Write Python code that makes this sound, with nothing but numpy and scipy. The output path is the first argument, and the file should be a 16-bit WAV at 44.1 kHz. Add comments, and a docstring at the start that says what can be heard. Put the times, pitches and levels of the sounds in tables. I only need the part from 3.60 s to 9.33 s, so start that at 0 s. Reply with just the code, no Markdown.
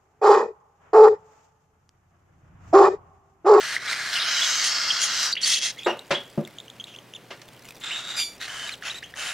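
"""Rasping hisses mixed with chirps and squeaks, a quieter stretch of chirps and clicks, then more hisses:
parrot chicks beg while they are hand-fed in a small room. Hisses are noise through moving throat and beak
resonances; chirps, squeaks and one shrill squeal are unsteady harmonic tones. Beaks click in wet food
(short noisy rings) and a cardboard box is bumped (decaying filtered noise). Under it lie faint coloured
room noise, mains hum and a late low drone."""
import sys
import numpy as np
from scipy import signal
from scipy.fft import rfft, irfft, next_fast_len
from scipy.io import wavfile
from scipy.ndimage import map_coordinates

SR = 44100
rng = np.random.default_rng(int(sys.argv[2]) if len(sys.argv) > 2 else 0)


def persist_wave(psi):
    """Save psi, clipped to +-1, as 16-bit WAV."""
    counts = np.round(np.clip(psi, -1, 1) * 32767).astype(np.int16)
    wavfile.write(sys.argv[1], SR, np.atleast_2d(counts).T)


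N = 252693
T = np.arange(N) / SR  # s


def amp(db):
    """Decibels to gain."""
    return 10 ** (np.asarray(db) / 20)


def unit(x):
    """Scale to rms 1."""
    return x / np.sqrt(np.mean(x ** 2) + 1e-20)


def along(points, hz):
    """Read (f/Hz, value) points on a log frequency axis."""
    f, v = np.transpose(points)
    return np.interp(np.log(hz + 1), np.log(f + 1), v)


def curves(rows):
    """One value per sample for each column after the time."""
    t_s, *columns = np.transpose(rows)
    return [np.interp(T, t_s, column) for column in columns]


def gate(rows, fade_s=0.011):
    """Open from the first row's time to the last one's."""
    inside_s = np.minimum(T - rows[0][0], rows[-1][0] - T)
    return np.sqrt(np.clip(inside_s / fade_s + .5, 0, 1))


def wobble(rate_hz, size=N):
    """Smooth random curve with rate_hz knots a second."""
    knots = rng.standard_normal(int(size * rate_hz / SR) + 4)
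    return map_coordinates(knots, [np.arange(size) * rate_hz / SR])


def filtered(x, response):
    """Apply a response given as a function of frequency."""
    m = next_fast_len(N + SR // 2)
    return irfft(rfft(x, m) * response(np.fft.rfftfreq(m, 1 / SR)), m)[..., :N]


def humps(modes, hz):
    """Gain of resonances (or notches) on a flat spectrum."""
    gain_db = sum(db / (1 + (2 * (hz - centre) / width) ** 2) for centre, width, db in modes)
    return amp(gain_db)


# left-right likeness at the two ports: f/Hz, likeness (0-1)
PORT_LIKENESS = [(30, .7), (150, .92), (1300, .97), (4000, .89), (9000, .45)]


def ports(pair):
    """Two unrelated signals as heard at close ports: most alike in the low mids, least in the treble."""
    turn_rad = lambda hz: np.arccos(np.clip(along(PORT_LIKENESS, hz), 0, 1)) / 2
    mid, side = filtered(pair, lambda hz: [np.cos(turn_rad(hz)), np.sin(turn_rad(hz))])
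    return np.array([mid + side, mid - side])


def noise(colour):
    """Coloured stereo noise of rms 1."""
    return unit(ports(filtered(rng.standard_normal((2, N)), colour)))


def add(track, t_s, sound):
    """Mix a sound into a track at t_s."""
    part = track[max(round(t_s * SR), 0):][:len(sound)]
    part += sound[:len(part)]


# reverberation time of the small room: f/Hz, t60/s
ROOM_T60 = [(3000, 0.33), (12000, 0.092)]


def room(x, walls_db=-16, tail_db=-17):
    """Near surfaces echo within milliseconds, then the small room dies away."""
    hz, t_s, z = signal.stft(rng.standard_normal((2, SR // 3)), SR, nperseg=256)
    decay_db = -60 * t_s / along(ROOM_T60, hz)[:, None]
    tail = signal.istft(z * amp(decay_db), SR, nperseg=256)[1]
    response = amp(tail_db) * tail / np.linalg.norm(tail[0])
    delays = rng.integers(SR // 1000, SR // 120, (2, 8))  # samples, 8 echoes a side
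    response[[[0], [1]], delays] += amp(walls_db) / np.sqrt(8)
    wet = signal.fftconvolve(x.mean(axis=0)[None], response, axes=1)[:, :N]
    return x + ports(wet)


# room air spectrum: f/Hz, level/dB
AIR_SPECTRUM = [(30, -27), (70, -16), (130, -6.5), (550, -8.5), (1100, -15), (2500, -17), (7000, -28),
                (15500, -32)]
# low drone: t/s, length/s, rms level/dB
DRONE_SPELLS = [(4.6, 1.25, -67)]
DRONE_HZ = 62.7
HUM_HZ, HUM_RMS_DB = 120.7, -63.5


def background(air_db=-51.5, fade_s=0.2):
    """Still room air as coloured noise; slightly unsteady mains hum and a low drone as sines."""
    air = amp(air_db) * noise(lambda hz: amp(along(AIR_SPECTRUM, hz)))
    hum = amp(HUM_RMS_DB + wobble(1.75)) * np.sin(2 * np.pi * HUM_HZ * T)
    running = sum(amp(db) * gate([[t_s], [t_s + length_s]], fade_s) for t_s, length_s, db in DRONE_SPELLS)
    drone = running * np.sin(2 * np.pi * DRONE_HZ * T)
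    return air + np.sqrt(2) * (hum + drone)  # rms to peak


# bumps on the box: t/s, level/dB, low limit f/Hz, high limit f/Hz, t60/s
BUMPS = [(2.262, -14, 322, 1120, 0.22), (2.506, -16, 223, 3060, 0.21), (2.775, -17.5, 181, 348, 0.17),
         (3.704, -31.5, 300, 3230, 0.16), (3.816, -28, 860, 5950, 0.023)]
# cardboard modes: f/Hz, width/Hz, level/dB
BOX_MODES = [(150, 37, 22), (223, 19.5, 15.5), (357, 60, 9), (562, 120, 8)]


def bumps(attack_s=0.0032):
    """Dense cardboard modes die fast; each bump has its own limits, from dull thump to bright knock."""
    out = np.zeros((2, N))
    cardboard = lambda hz: humps(BOX_MODES, hz) / (1 + (hz / 8000) ** 4)
    for t_s, db, low_hz, high_hz, t60_s in BUMPS:
        highpass = lambda hz: (hz / low_hz) ** 6 / (1 + (hz / low_hz) ** 6)
        contact = lambda hz: highpass(hz) / np.sqrt(1 + (hz / high_hz) ** 4)
        age_s = np.maximum(T - t_s, 0)
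        envelope = amp(db - 60 * age_s / t60_s) * (1 - np.exp(-age_s / attack_s))
        out += envelope * noise(lambda hz: contact(hz) * cardboard(hz))
    return out


# wet crackle of beaks in food, before random spread: t/s, level/dB
CRACKLE = [(2.1, -46.5), (3.6, -60.5), (4.05, -46), (5.7, -51.5)]
# distinct beak clicks: t/s, level/dB
CLICKS = [(2.875, -34.5), (3.887, -40), (4.087, -32), (4.107, -33)]


def nibbles(rate_hz=150, spread_db=4.0):
    """Beaks smack in soft food: distinct clicks over a fine crackle, each a noisy ring at its own pitch."""
    out = np.zeros(N)
    ring_s = np.arange(SR // 200) / SR
    start_s, end_s = CRACKLE[0][0], CRACKLE[-1][0]
    when, size = rng.random((int(rate_hz * (end_s - start_s)), 2)).T
    times_s = start_s + when * (end_s - start_s)
    levels_db = np.interp(times_s, *np.transpose(CRACKLE)) - spread_db * np.log(size + 0.28)
    for t_s, db in CLICKS + list(zip(times_s, levels_db)):
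        pitch_hz = 1700 * 5 ** rng.random()
        ring = np.sin(2 * np.pi * pitch_hz * ring_s) + rng.standard_normal(len(ring_s))
        add(out, t_s, amp(db - 60 * ring_s / 0.02) * ring)
    return filtered(out, lambda hz: 1 / (1 + 1j * hz / 7000))


def whistle(pitch_hz, rough, partials):
    """A syrinx tone; roughness shakes its pitch and its size."""
    size = len(pitch_hz)
    shaken_hz = pitch_hz * (1 + 0.0783 * rough * wobble(1300, size))
    phase = 2 * np.pi * np.cumsum(shaken_hz) / SR
    tone = sum(amp(db) * np.sin(k * phase) for k, db in partials)
    return unit(tone * amp(2.0 * rough * wobble(570, size)))


def overtones(db, pure_db=1.9):
    """(multiple, dB) of a whistle: the louder, the purer."""
    drop_db = 11.0 + pure_db * max(db + 36.0, 0)
    return [(k, (1 - k) * drop_db) for k in range(1, 4)]


# tiny squeaks between gulps: t/s, peak level/dB, f/Hz
SQUEAKS = [(0.164, -11.5, 1950), (0.329, -15.5, 1890), (1.753, -21.5, 2800), (2.2313, -28, 3380),
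           (2.391, -27, 3650), (2.8493, -31, 3380), (2.984, -26.5, 3430), (3.0003, -26.5, 3500),
           (3.08, -34, 2940), (3.099, -30.5, 3430), (3.2397, -25.5, 3590), (3.361, -31, 3220),
           (3.3862, -32, 3110), (3.536, -29, 3100), (5.092, -19.5, 2420), (5.223, -26, 1680),
           (5.4273, -27.5, 1820), (5.538, -27.5, 1760)]


def squeaks():
    """Rising whistles that last only a few milliseconds."""
    out = np.zeros(N)
    u = np.linspace(-1, 1, SR // 210)
    for t_s, peak_db, hz in SQUEAKS:
        tone = whistle(hz * (1 + 0.12 * u), 0.6, overtones(peak_db - 19))
        add(out, t_s, amp(peak_db - 4.5) * (1 - u * u) ** 2 * tone)  # rms-1 tone peaks higher
    return out


# chirps: t/s, length/s, middle f/Hz, glide/octaves, level/dB, manner
CHIRPS = [(0.277, 0.03, 3920, 0.28, -32, "clear"), (0.554, 0.025, 3020, -0.15, -26.5, "clear"),
          (0.595, 0.0424, 3905, -0.0093, -26, "hoarse"), (0.813, 0.016, 3445, 0.05, -23.5, "far"),
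          (1.304, 0.011, 3250, 0.08, -17.5, "clear"), (1.726, 0.013, 4580, 0.24, -20.5, "clear"),
          (1.766, 0.013, 3134, 0.82, -26, "far"), (1.832, 0.0187, 4630, 0.12, -20.5, "clear"),
          (1.935, 0.014, 4240, 0.59, -20.5, "clear"), (1.958, 0.017, 3190, 0.42, -27.5, "far"),
          (2.167, 0.079, 2460, 0.45, -45, "hoarse"), (2.187, 0.0088, 3360, -0.2, -35, "far"),
          (2.244, 0.03, 3730, -0.12, -37, "far"), (2.261, 0.058, 2877, 0.067, -34, "far"),
          (2.546, 0.013, 3400, 0.21, -25, "far"), (3.198, 0.015, 3286, 0.0051, -34, "clear"),
          (3.264, 0.095, 3210, -0.2, -47.5, "hoarse"), (3.549, 0.018, 3540, -0.36, -38, "clear"),
          (4.306, 0.024, 2950, 0.52, -30, "far"), (4.588, 0.051, 3230, 0.57, -32, "hoarse"),
          (5.073, 0.025, 3930, -0.13, -37.5, "clear"), (5.121, 0.025, 3970, -0.6, -35.5, "clear"),
          (5.297, 0.021, 3870, 0.34, -31.5, "clear"), (5.343, 0.05, 3940, 0.1, -39.5, "clear"),
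          (5.424, 0.022, 2830, 1, -39.5, "far")]
# break-up of each manner of chirp: manner -> roughness (1)
ROUGHNESS = {"clear": 0.21, "far": 0.47, "hoarse": 1.14}
ARCH_OCTAVES = 0.136  # least drop of both ends below the straight glide


def chirps(manner, lean=0.297):
    """Quick arched whistles of one manner; the pitch moves fastest as the syrinx opens and shuts."""
    out = np.zeros(N)
    for t_s, length_s, hz, glide_oct, db in [row[:-1] for row in CHIRPS if row[-1] == manner]:
        u = np.linspace(-1, 1, round(length_s * SR))
        bend = u * (1 + np.abs(u)) / 2
        drop_oct = ARCH_OCTAVES + lean * abs(glide_oct)  # wide glides arch more
        pitch_hz = hz * 2 ** (glide_oct * bend / 2 - drop_oct * bend ** 2)
        swell = unit(1 + u * u) * signal.windows.tukey(len(u), .2)  # both ends pop
        add(out, t_s, amp(db) * swell * whistle(pitch_hz, ROUGHNESS[manner], overtones(db)))
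    return out


# squeal: t/s, level/dB, pitch f/Hz
SQUEAL = [(4.566, -31, 1220), (4.6, -23, 1189), (4.65, -30, 1173), (4.76, -53.5, 1165)]
# squeal partials from the second upward: level/dB
SQUEAL_PARTIALS = [0.5, 1.5, 8, -2, 2, -12, -4, -10, -10.5]


def squeal(rough=0.503, clears_s=0.14):
    """One nearly level-pitched cry that starts hoarse and clears as it trails off."""
    db, pitch_hz = curves(SQUEAL)
    hoarse = rough * np.exp(-np.maximum(T - SQUEAL[0][0], 0) / clears_s)
    return gate(SQUEAL) * amp(db) * whistle(pitch_hz, hoarse, enumerate(SQUEAL_PARTIALS, 2))


# bare breath spectrum: f/Hz, level/dB
BREATH_SPECTRUM = [(100, -75), (650, -11.5), (1000, -12.5), (1400, -3), (2700, -5), (6200, -7.5),
                   (10000, -15.5), (15500, -32.5)]
TENSION_OCTAVES = 0.04  # the throat tightens and slackens over each hiss


def voiced(calls, throat):
    """Air through resonances that rise and fall with each call, or glide along a curve."""
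    air = noise(lambda hz: amp(along(BREATH_SPECTRUM, hz)))
    hz, t_s, z = signal.stft(air, SR, nperseg=512)
    arch = sum(np.sin(np.interp(t_s, [rows[0][0], rows[-1][0]], [0, np.pi])) for rows in calls)
    stretch = 2 ** (TENSION_OCTAVES * (np.minimum(arch, 1) - np.pi / 4))

    def place_hz(centre):
        """A glide read over time, or a fixed centre moved by throat tension."""
        return np.interp(t_s, *np.transpose(centre)) if np.ndim(centre) else centre * stretch

    moving = [(place_hz(centre), width, db) for centre, width, db in throat]
    return signal.istft(z * humps(moving, hz[:, None]), nperseg=512)[1][:, :N]


def drifting(x, depth_db=3.0, above_hz=2200, spacing_hz=170, rate_hz=4, sway=0.015):
    """As the head turns, peaks and notches in the treble slide, come and go."""
    hz, t_s, z = signal.stft(x, SR, nperseg=512)
    turn = 1 + sway * np.interp(t_s, T, wobble(rate_hz))
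    place = np.broadcast_arrays(hz[:, None] * turn / spacing_hz, t_s * rate_hz)
    field = map_coordinates(rng.standard_normal((128, 64)), place, mode="mirror")
    ripple_db = depth_db * field * np.minimum(hz / above_hz, 1)[:, None] ** 2
    return signal.istft(z * amp(ripple_db), nperseg=512)[1][:, :N]


SPUTTER_DB, SPUTTER_S = 4.5, 0.039  # a hiss sputters as it starts, then the flow settles


def hiss(calls, bright_db, throat, rasp_db=1.3):
    """Air tears through the throat; a wider beak lets out more of the upper registers."""
    air = drifting(voiced(calls, throat))
    below = lambda edge_hz: filtered(air, lambda hz: 1 / (1 + (hz / edge_hz) ** 10))
    low, body = below(2600), below(7800)
    low, middle, top = unit(low), unit(body - low), unit(air - body)
    out = np.zeros((2, N))
    catch = np.tanh(2 * wobble(330)) - .5
    for rows in calls:
        sputter_db = SPUTTER_DB * catch * np.exp(-np.abs(T - rows[0][0]) / SPUTTER_S)
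        effort_db, gape_db = curves(rows)
        registers = low + amp(bright_db + 0.31 * gape_db) * middle + amp(gape_db) * top
        out += gate(rows) * amp(effort_db + sputter_db) * registers
    return out * amp(rasp_db * wobble(900))  # the membranes flap unevenly


EDGE_DB, EDGE_GAPE_DB = -10, -1  # weaker effort, narrower beak at both ends of a hiss
GAPE_DB_PER_S = 21.5  # steady opening of the beak


def breath(t_s, attack_s, hold_s, release_s, effort_db, gape_db):
    """A short hiss swells, holds and fades as the beak opens: rows of t/s, effort/dB, gape/dB."""
    age_s = np.cumsum(np.abs([0, attack_s, hold_s, release_s]))
    edge = np.array([1, 0, 0, 1])
    efforts_db = effort_db + EDGE_DB * edge
    gapes_db = gape_db + EDGE_GAPE_DB * edge + GAPE_DB_PER_S * age_s
    return np.transpose([t_s + age_s, efforts_db, gapes_db])


# drawn-out begging call: t/s, effort level/dB, gape (treble over throat)/dB
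LONG_BEG = [(0.53, -33, -8), (0.59, -32.5, -13.5), (0.876, -31, -6), (1.17, -31.5, -14),
            (1.494, -32.5, -12), (1.66, -32.5, -2.5), (1.71, -34.5, -16), (1.728, -45, 9.5)]
# short hisses: t/s, attack/s, hold/s, release/s, effort level/dB, gape/dB, voice
HISSES = [(-0.01, 0.0077, .16, 0.023, -33, -15, "soft"), (0.179, 0.079, 0.32, 0.019, -34, -19.5, "soft"),
          (0.283, 0.027, 0.016, 0.012, -36, -11.5, "soft"), (1.032, 0.016, 0.023, .03, -39, 0.5, "sharp"),
          (1.401, 0.018, 0.023, 0.032, -38.5, 4, "sharp"),
          (1.814, 0.056, 0.051, 0.073, -34.5, 0.5, "sharp"),
          (2.003, 0.028, 0.031, 0.051, -36, -5.5, "sharp"), (4.216, 0.027, .15, 0.059, -39.5, -18, "thin"),
          (4.444, 0.034, 0.042, 0.037, -39.5, -14.5, "thin"),
          (4.542, 0.033, 0.014, 0.041, -35.5, -25, "thin"),
          (4.798, 0.0097, 0.053, 0.0081, -38, -13, "soft"),
          (4.863, 0.0058, 0.21, 0.07, -39, -17.5, "plain"), (5.229, 0.033, 0.016, 0.05, -34, -16, "plain"),
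          (5.32, 0.0077, 0.059, 0.011, -46.5, -13, "plain"), (5.557, 0.032, 0.12, 0.04, -35, -12, "plain")]
# beak resonance of the long call: t/s, f/Hz
BEAK_GLIDE = [(0.75, 6440), (0.98, 6170), (1.12, 5300), (1.4, 5650)]
# notch above it, which jumps as the beak opens: t/s, f/Hz
NOTCH_GLIDE = [(0.65, 7260), (0.72, 9600)]
# voice -> brightness/dB, resonances and notches (f/Hz or glide, width/Hz, level/dB)
VOICES = {"soft": (4.85, [(1680, 1730, 10.5), (4180, 880, 8), (5650, 600, 4)]),
          "full": (7.95, [(1320, 680, 5.4), (2620, 180, -9), (3570, 200, -7.5), (4450, 6900, 16.7),
          (BEAK_GLIDE, 590, 4.8), (NOTCH_GLIDE, 2500, -12.5)]), "sharp": (13.1, [(1950, 470, 11),
          (3230, 150, 11), (6480, 2000, 8), (9630, 1900, 8)]), "thin": (8.6, [(3715, 530, 16.5),
          (7400, 620, 11.5)]), "plain": (2.8, [(3044, 120, 11.5), (10550, 870, 6)])}


def begging():
    """The drawn-out call and the short hisses, each through its own voice's resonances."""
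    calls = [(LONG_BEG, "full")]
    calls += [(breath(*shape), voice) for *shape, voice in HISSES]
    out = np.zeros((2, N))
    for name, (bright_db, throat) in VOICES.items():
        out += hiss([rows for rows, voice in calls if voice == name], bright_db, throat)
    return out


def scene():
    """Chicks and box sound close; some chirps come from further off and ring in the room."""
    to_right = amp([[-1.8], [0]])  # left, right
    close = bumps() + nibbles() + squeaks() + chirps("clear") + chirps("hoarse") + begging()
    near = room(close + squeal() * to_right)
    far = room(chirps("far") * to_right, walls_db=-2, tail_db=-4.5)
    return background() + far + near


LAG_S = 1e-5  # the right port leads
TOP_HZ = 15850


def record(dry):
    """One port lies slightly nearer, so its phase leads; nothing passes above the band limit."""
    side = np.array([[-1], [1]])
    return filtered(dry, lambda hz: (hz < TOP_HZ) * np.exp(1j * np.pi * LAG_S * hz * side))


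dry = scene()
out = record(dry)
persist_wave(out)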